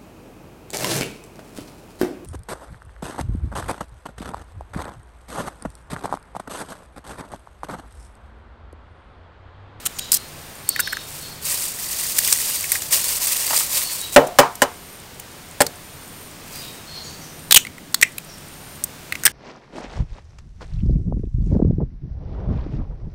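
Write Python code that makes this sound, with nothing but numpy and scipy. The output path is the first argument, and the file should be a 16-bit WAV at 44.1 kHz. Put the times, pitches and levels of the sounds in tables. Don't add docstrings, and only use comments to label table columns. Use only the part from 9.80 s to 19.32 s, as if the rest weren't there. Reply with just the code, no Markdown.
import sys
import numpy as np
from scipy import signal
from scipy.fft import rfft, irfft, next_fast_len
from scipy.io import wavfile
from scipy.ndimage import uniform_filter1d

SR = 44100
rng = np.random.default_rng(int(sys.argv[2]) if len(sys.argv) > 2 else 0)


def wav_out(sig):
    wavfile.write(sys.argv[1], SR, np.round(np.clip(np.atleast_2d(sig).T, -1, 1) * 32767).astype(np.int16))


N = 419743
TIME = np.arange(N) / SR
HIT = np.arange(SR // 3) / SR

# frequency in Hz, relative level in dB.
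TICK_SPECTRUM = [(300, -25), (2000, -18), (5000, -11), (8500, 19), (13000, 6), (16000, -23.5)]


def from_db(db):
    return 10 ** (np.asarray(db) / 20)


def rms_one(x):
    return x / np.sqrt(np.mean(x ** 2) + 1e-20)


def in_time(rows):
    s, *columns = np.transpose(rows)
    return [np.interp(TIME, s, c) for c in columns]


def add(track, s, sound):
    at = max(0, round(s * SR))
    track[at:at + len(sound)] += sound[:max(0, N - at)]


def noise(spectrum, size):
    hz, db = np.transpose(spectrum)
    padded = next_fast_len(size)
    bins = np.maximum(np.fft.rfftfreq(padded, 1 / SR), 1)
    gain = from_db(np.interp(np.log(bins), np.log(hz), db))
    return rms_one(irfft(rfft(rng.standard_normal(padded)) * gain, padded)[:size])


def drift(per_s, size):
    steps = np.arange(size) * per_s / SR
    return np.interp(steps, np.arange(size), rng.standard_normal(size))


def resonate(x, hz, width_hz):
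    r = np.exp(-np.pi * width_hz / SR)
    feed = np.sqrt((1 - r * r) / 2) * np.array([1, 0, -1])
    return signal.lfilter(feed, [1, -2 * r * np.cos(2 * np.pi * hz / SR), r * r], x + 1e-18)


def burst(length, t60):
    return from_db(-60 * np.maximum(HIT - length, 0) / t60)


def shaped(x, envelope):
    return rms_one(x * envelope) * np.sqrt(np.mean(envelope ** 2))


def sizzle(peak_db=-44.5, rest_db=-58, swell_db=10.5, fade_s=0.068):
    spells = [(0, 1.2), (4.65, 5.2), (5.5, 6.5), (7.25, 7.8), (8.5, 9)]
    # centre of a band in Hz, width in Hz, relative level in dB.
    peaks = [(9100, 420, 0), (13000, 480, -1.5)]
    level_db = np.full(N, float(rest_db))
    for start, end in spells:
        during = (TIME >= start) & (TIME < end)
        level_db[during] = peak_db - swell_db * (end - TIME[during]) / (end - start)
    level_db = uniform_filter1d(level_db, size=int(fade_s * SR))
    bands = sum(from_db(db) * resonate(resonate(rng.standard_normal(N), hz, width), hz, width)
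                for hz, width, db in peaks)
    return from_db(level_db) * rms_one(bands)


def air():
    # frequency in Hz, relative level in dB.
    spectrum = [(25, -5.5), (80, -0.5), (140, -2), (250, -7), (500, -7), (1000, -9), (2000, -11.5),
                (4000, -14.5), (7000, -16.5), (9800, -16), (12500, -18.5), (16000, -20.5)]
    # time in seconds, air level in dB, rumble level in dB.
    levels = [(0, -39, -71), (1.5, -39, -54), (4.3, -39, -62), (5.1, -41, -52), (6.2, -40.5, -49.5),
              (7.4, -39.5, -47.5), (7.95, -44, -44), (8.7, -41, -50), (9.5, -40, -44.5)]
    air_db, rumble_db = in_time(levels)
    rumble = noise([(25, -11.5), (80, -9.0), (160, 1.0), (280, -3), (600, -15), (3000, -47)], N)
    return from_db(rumble_db) * rumble + sizzle() + from_db(air_db) * noise(spectrum, N)


def hum(waver_hz=3.25, waver_db=4.5, trim_db=-6.5):
    # pitch in Hz, relative level in dB.
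    tones = [(86.1, -55), (150.7, -51)]
    # time in seconds, gain in dB.
    swell = [(0, 2), (.7, 9), (1.6, 7), (2.2, -12), (5.2, -18), (7.3, 9), (8.6, 8), (9.5, 1)]
    swell_db, = in_time(swell)
    out = np.zeros(N)
    for hz, db in tones:
        level = from_db(db + waver_db * drift(1.98, N))
        pitch = hz + waver_hz * drift(5.2, N)
        out += level * np.sin(2 * np.pi * np.cumsum(pitch) / SR)
    return from_db(swell_db + trim_db) * out


def breaks(per_s, size, spread_db=1.0, t60=0.0079):
    gaps = rng.gamma(3, 1 / 3, size // 8)
    at = (np.cumsum(gaps) * SR / per_s).astype(int)
    clicks = np.zeros(size)
    clicks[at[at < size]] = 1
    clicks *= from_db(spread_db * rng.standard_normal(size))
    clicks[0] = 1
    return signal.lfilter([1], [1, -from_db(-60 / (t60 * SR))], clicks)


def fracture(length, hollow_hz, tilt_db, crack_db, hollow_db, ring_db, piece_spread_db=4.5, hollow_q=8):
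    # multiple of its pitch, relative level in dB.
    hollow_modes = [(1, 7), (1.27, -4)]
    # frequency in Hz, width in Hz, relative level in dB.
    treble_ring = [(9040, 2000, -7.5), (9760, 2100, -15), (11550, 2400, -5.5)]
    size = len(HIT)
    run = breaks(per_s=800, size=size)
    bands = np.geomspace(1500, 15000, num=24)
    colour = tilt_db * np.log2(np.minimum(bands, 9000) / 8000)
    colour += piece_spread_db * rng.standard_normal(len(bands))
    bass = [(100, colour[0] - 22), (900, colour[0] - 16)]
    crack = noise([*bass, *zip(bands, colour), (17000, colour[-1] - 22)], size)
    hollow_drive, ring_drive = rng.standard_normal((2, size)) * run
    hollow = sum(from_db(db) * resonate(hollow_drive, hollow_hz * k, hollow_hz / hollow_q)
                 for k, db in hollow_modes)
    hollow = resonate(hollow, hollow_hz * 1.13, hollow_hz * .33)
    ring = sum(from_db(db) * resonate(resonate(ring_drive, hz, width), hz, 2 * width)
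               for hz, width, db in treble_ring)
    return (from_db(crack_db) * shaped(crack * run, burst(length * 0.98, t60=0.011))
            + from_db(hollow_db) * shaped(hollow, burst(length * 0.92, t60=0.021))
            + from_db(ring_db) * shaped(ring, burst(length, t60=0.018)))


def dry_cracks():
    # start and length in seconds, level in dB, hollow's pitch in Hz, tilt in dB per octave.
    cracks = [(0.055, 0.016, -19.5, 7140, 1), (0.187, .007, -24, 4720, 4), (0.3178, .004, -9.5, 5030, 7),
              (0.328, 0.004, -15.5, 5040, 3), (0.336, 0.013, -15.5, 4870, 7.5),
              (0.348, 0.025, -24.5, 5440, 4), (0.8898, .0024, -13, 7400, 11), (0.999, 0.0081, -17, 1560, 6),
              (2.384, 0.0054, -11.5, 6240, 4), (2.446, 0.0066, -20, 5640, 4),
              (2.475, 0.0033, -15.5, 5670, 2.5), (2.5264, .002, -4.5, 5570, 0.5),
              (2.918, .007, -16, 1840, 8), (3.02, 0.0026, -23, 7160, -2), (3.125, .004, -20, 4970, 5),
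              (4.467, 0.011, -36, 7040, 3), (4.754, .0023, -30, 5480, 6), (5.398, .0011, -27.5, 7000, 2),
              (5.818, 0.00087, -7.5, 1330, 2), (5.8654, .0018, -19, 4400, -3),
              (7.7097, 0.00088, -4.5, 3700, -0.5), (7.7218, 0.0038, 0.5, 3530, 2),
              (7.7443, .0027, 2.5, 3460, 2), (7.76, 0.0037, -0.5, 2890, 1.5), (7.7647, .01, -1, 2890, 0.5),
              (8.144, 0.0015, -7, 4200, -2), (8.2135, 0.002, -15.5, 6700, -0.5),
              (8.382, 0.0015, -22, 2410, 1), (9.039, 0.00044, -16, 7350, 13), (9.436, 0.0016, -20, 1580, 1),
              (9.453, 0.0049, -8, 1820, 8), (9.459, 0.0098, -9.5, 1640, 1)]
    out = np.zeros(N)
    for s, length, db, hz, tilt in cracks:
        hollow_db, ring_db = db - 5 - 0.46 * tilt, db - 5 + 0.87 * tilt
        add(out, s, fracture(length, hz, tilt, db, hollow_db, ring_db))
    return out


def echoes(x, t60):
    # frequency in Hz, relative level in dB.
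    spectrum = [(100, 14.5), (1000, 3), (3000, 5.5), (6000, 3.5), (16000, -2)]
    tail = noise(spectrum, len(HIT)) * burst(0, t60) * (HIT > .003)
    return signal.fftconvolve(x, tail / np.linalg.norm(tail))[:N]


def ticks(per_s=9.9, tick_db=-40, spread_db=6):
    out = np.zeros(N)
    for s in TIME[rng.random(N) < per_s / SR]:
        tick = noise(TICK_SPECTRUM, size=1024) * burst(0, t60=.022)[:1024]
        add(out, s, from_db(tick_db + spread_db * rng.uniform(-0.59, 1)) * tick)
    return out


def chirps(length_s=0.0683, glide=0.0534, waver=.02, hoarse=.6, far_t60=0.6, echo_db=5):
    # start in seconds, pitch in Hz, level in dB ahead of the echoes.
    calls = [(0.14, 6900, -41.5), (0.18, 3900, -41.5), (0.301, 4200, -45), (0.865, 4460, -36),
             (0.945, 3740, -40), (1.0, 5300, -40.5), (1.02, 4340, -38.5), (1.11, 3670, -43),
             (1.398, 4330, -43), (3.186, 4350, -41), (4.03, 4430, -36), (4.19, 3880, -39),
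             (6.70, 4800, -43), (6.79, 3800, -43.5), (7.05, 4280, -46), (7.12, 4260, -41),
             (7.22, 4560, -46), (7.21, 6630, -44), (7.39, 6050, -46), (8.46, 5520, -49)]
    out = np.zeros(N)
    along = np.minimum(HIT / length_s, 1)
    arch = np.sqrt(abs(np.sin(np.pi * along)))
    for s, hz, db in calls:
        slide = glide * rng.standard_normal() * (along - .5)
        pitch = hz * (1 + slide + waver * drift(500, len(HIT)))
        edge = noise([(hz / 2, -30), (hz * 0.74, -5), (hz, 0), (hz * 1.35, -6), (hz * 2, -30)], len(HIT))
        whistle = np.sin(2 * np.pi * np.cumsum(pitch) / SR) + hoarse * edge
        add(out, s, from_db(db) * arch * whistle)
    return from_db(echo_db) * echoes(out, far_t60)


def wet_pops():
    # start in seconds, length in seconds, level in dB, pitch in Hz.
    pops = [(0.961, 0.0019, -19, 1740), (0.992, 0.0038, -17, 1500), (1.074, 0.0034, -22, 1600),
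            (1.125, 0.01, -22, 1640), (1.169, .0014, -22, 1420), (2.385, 0.0049, -24, 1830),
            (2.481, 0.0034, -27, 1890), (2.84, .005, -25.5, 1940), (2.953, 0.0046, -22.5, 1830),
            (7.713, 0.0088, -17.5, 3450), (7.85, 0.00091, -25.5, 2050), (7.868, 0.0008, -25, 2150),
            (7.981, 0.0015, -34, 1950), (8.2252, 0.0075, -3, 1920), (9.323, 0.001, -15.5, 1910),
            (9.353, 0.0019, -23, 2060), (9.477, 0.0021, -16, 1660)]
    out = np.zeros(N)
    for s, length, db, hz in pops:
        add(out, s, fracture(length, hz, tilt_db=-1.5, crack_db=db - 4.5, hollow_db=db, ring_db=db - 26))
    return out


def rustle(grain_db=1.5, flutter_db=2.0, hiss_db=0.62, crinkle_db=-7, fold_db=-14):
    # time in seconds, level in dB.
    first_rub = [(1.2, -44), (1.36, -34.5), (1.612, -48.5), (1.622, -36), (1.652, -24), (1.752, -22.5),
                 (1.802, -25.5), (1.826, -23), (1.96, -34)]
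    second_rub = [(1.96, -31.5), (2.05, -26.5), (2.17, -27), (2.2, -23), (2.32, -25.5), (2.38, -24),
                  (2.53, -19.5), (2.57, -22.5), (2.77, -23.5), (2.79, -26.5), (2.88, -28.5), (2.93, -20.5),
                  (2.98, -29.5), (3.1, -31)]
    third_rub = [(3.1, -36), (3.126, -15.5), (3.148, -12.5), (3.19, -24), (3.364, -20), (3.392, -27.5),
                 (3.424, -20.5), (3.714, -23), (3.77, -15), (3.87, -27), (3.972, -17), (4.074, -29.5),
                 (4.116, -23.5), (4.318, -37), (4.326, -25), (4.355, -27)]
    brush = [(6.62, -57), (6.758, -37.5), (7.042, -54), (7.05, -58)]
    # the body in dB relative to the rub, when the rub is at -25 dB.
    body_levels = [-12, -14, -11, -2.5]
    # frequency in Hz, relative level in dB.
    hiss_spectrum = [(400, -30), (2000, -12), (3500, -6), (5000, -2.5), (6200, -3), (8000, 0), (10000, .5),
                     (13000, -.5), (15500, -4.5)]
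    body_spectrum = [(150, -34), (400, -7), (560, 3.5), (750, -3.5), (1050, 5), (1450, -5.5), (2300, 4),
                     (2650, 4), (3100, -8), (3700, -5.5), (6000, -6.5), (12000, -2.5)]
    # pitch of a crease in Hz, width in Hz, relative level in dB.
    creases = [(1930, 280, -2.5), (2830, 150, -3.5), (4660, 120, 0.5), (6440, 800, 1)]
    rubbing, body = np.zeros(N), np.zeros(N)
    for rub, body_db in zip([first_rub, second_rub, third_rub, brush], body_levels):
        db, = in_time(rub)
        touching = (TIME >= rub[0][0]) & (TIME < rub[-1][0])
        level = from_db(db) * uniform_filter1d(1. * touching, size=400)
        rubbing += level
        body += level * from_db(np.minimum(body_db - 0.1 * (db + 25), 1))
    grain = rms_one(from_db(grain_db * drift(1200, N) + flutter_db * drift(90, N)))
    hiss = rubbing * from_db(hiss_db) * noise(hiss_spectrum, N)
    sliding = grain * (hiss + body * noise(body_spectrum, N))
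    crinkles = rms_one(breaks(per_s=90, size=N, spread_db=3.0, t60=0.011)) * noise(TICK_SPECTRUM, N)
    folds = np.zeros(N)
    for hz, width, db in creases:
        snaps = breaks(per_s=45, size=N, spread_db=3.5, t60=0.02) * rng.standard_normal(N)
        folds += from_db(db) * resonate(snaps, hz, width)
    return sliding + rubbing * (from_db(crinkle_db) * crinkles + from_db(fold_db) * rms_one(folds))


def bumps():
    # start in seconds, pitch in Hz, level in dB.
    touches = [(3.7064, 870, -21), (3.7298, 910, -19), (3.806, 1200, -27.5)]
    out = np.zeros(N)
    for s, hz, db in touches:
        ring = resonate(rng.standard_normal(len(HIT)), hz, width_hz=300)
        add(out, s, from_db(db) * shaped(ring, burst(0.0012, t60=0.055)))
    return out


def bowl_knocks(clatter_db=-7, flex_s=0.00088):
    # start in seconds, bowl gain in dB, contact cut-off in Hz, crunch level in dB,
    # crunch length in seconds, boom pitch in Hz, boom level in dB, boom t60 in seconds.
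    knocks = [(4.3616, 11, 1710, -7, 0.0033, 595, -9.5, 0.33),
              (4.5871, 4, 3000, 0.5, 0.0016, 943, -6, 0.24),
              (4.8191, -5.5, 4000, -7.5, 0.0017, 980, -19.5, 0.25),
              (5.8051, -5, 1010, -8, 0.0042, 563, -25, 0.25)]
    # frequency in Hz, relative level in dB, t60 in seconds.
    modes = [(143, -23, 0.2), (268, -10, 0.087), (390, -17.5, 0.17), (464, -18, 0.19), (513, -7, 0.07),
             (580, 0.5, 0.086), (688, -15, 0.12), (710, -27.5, 0.44), (811, -3, 0.059), (880, -8.5, 0.092),
             (1011, -5, 0.059), (1292, -13.5, 0.09), (1388, -5, 0.031), (1665, 3, 0.027),
             (1852, -0.5, 0.026), (2050, -27, 0.027), (2980, -6.5, 0.051)]
    # frequency in Hz, relative level in dB.
    clatter_spectrum = [(30, -14), (200, -14), (350, -2), (500, 25), (800, -12), (1600, 12), (2500, 4),
                        (4000, -28), (8000, -19), (16000, -36)]
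    crunch_spectrum = [(100, -15), (700, -3), (1800, -2), (4000, -3.5), (8000, -2), (13000, -6),
                       (16000, -21)]
    out, size = np.zeros(N), len(HIT)
    flex = 1 - np.exp(-HIT / flex_s)
    for s, bowl_db, contact_hz, crunch_db, length, boom_hz, boom_db, boom_t60 in knocks:
        ring = np.zeros(size)
        for k, (hz, db, t60) in enumerate(modes):
            strength = (-1) ** k * from_db(db + rng.standard_normal())
            ring += strength * np.sin(2 * np.pi * hz * HIT) * burst(0, t60)
        clatter = from_db(clatter_db) * shaped(noise(clatter_spectrum, size), burst(0, t60=.075))
        body = signal.lfilter(*signal.butter(1, contact_hz, fs=SR), ring + clatter)
        body = from_db(bowl_db) * signal.lfilter(*signal.butter(2, 150, "high", fs=SR), body)
        crunch = noise(crunch_spectrum, size) * breaks(per_s=500, size=size, t60=0.003)
        crunch = from_db(crunch_db) * shaped(crunch, burst(length, t60=0.057))
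        boom = noise([(boom_hz / 4, -26), (boom_hz * .7, -7), (boom_hz, 0),
                      (boom_hz * 1.5, -9), (boom_hz * 3, -24), (boom_hz * 14, -38)], size)
        boom = from_db(boom_db) * shaped(boom, burst(0, boom_t60))
        add(out, s, flex * (body + boom) + crunch)
    return out


def scene(room_db=-23, room_t60=0.19):
    close = dry_cracks() + wet_pops() + bowl_knocks() + bumps() + ticks()
    room = from_db(room_db) * echoes(close, room_t60)
    return (close + room + rustle() + chirps() + air() + hum())[None]


def record(dry, notch_hz=11050, notch_share=.81, ceiling=0.93, cutoff_hz=15700):
    notched = signal.lfilter(*signal.iirnotch(notch_hz, Q=7.0, fs=SR), dry)
    clipped = np.clip(dry + notch_share * (notched - dry), -ceiling, ceiling)
    return signal.sosfilt(signal.ellip(10, .1, 70, cutoff_hz, fs=SR, output="sos"), clipped)


dry = scene()
out = record(dry)
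wav_out(out)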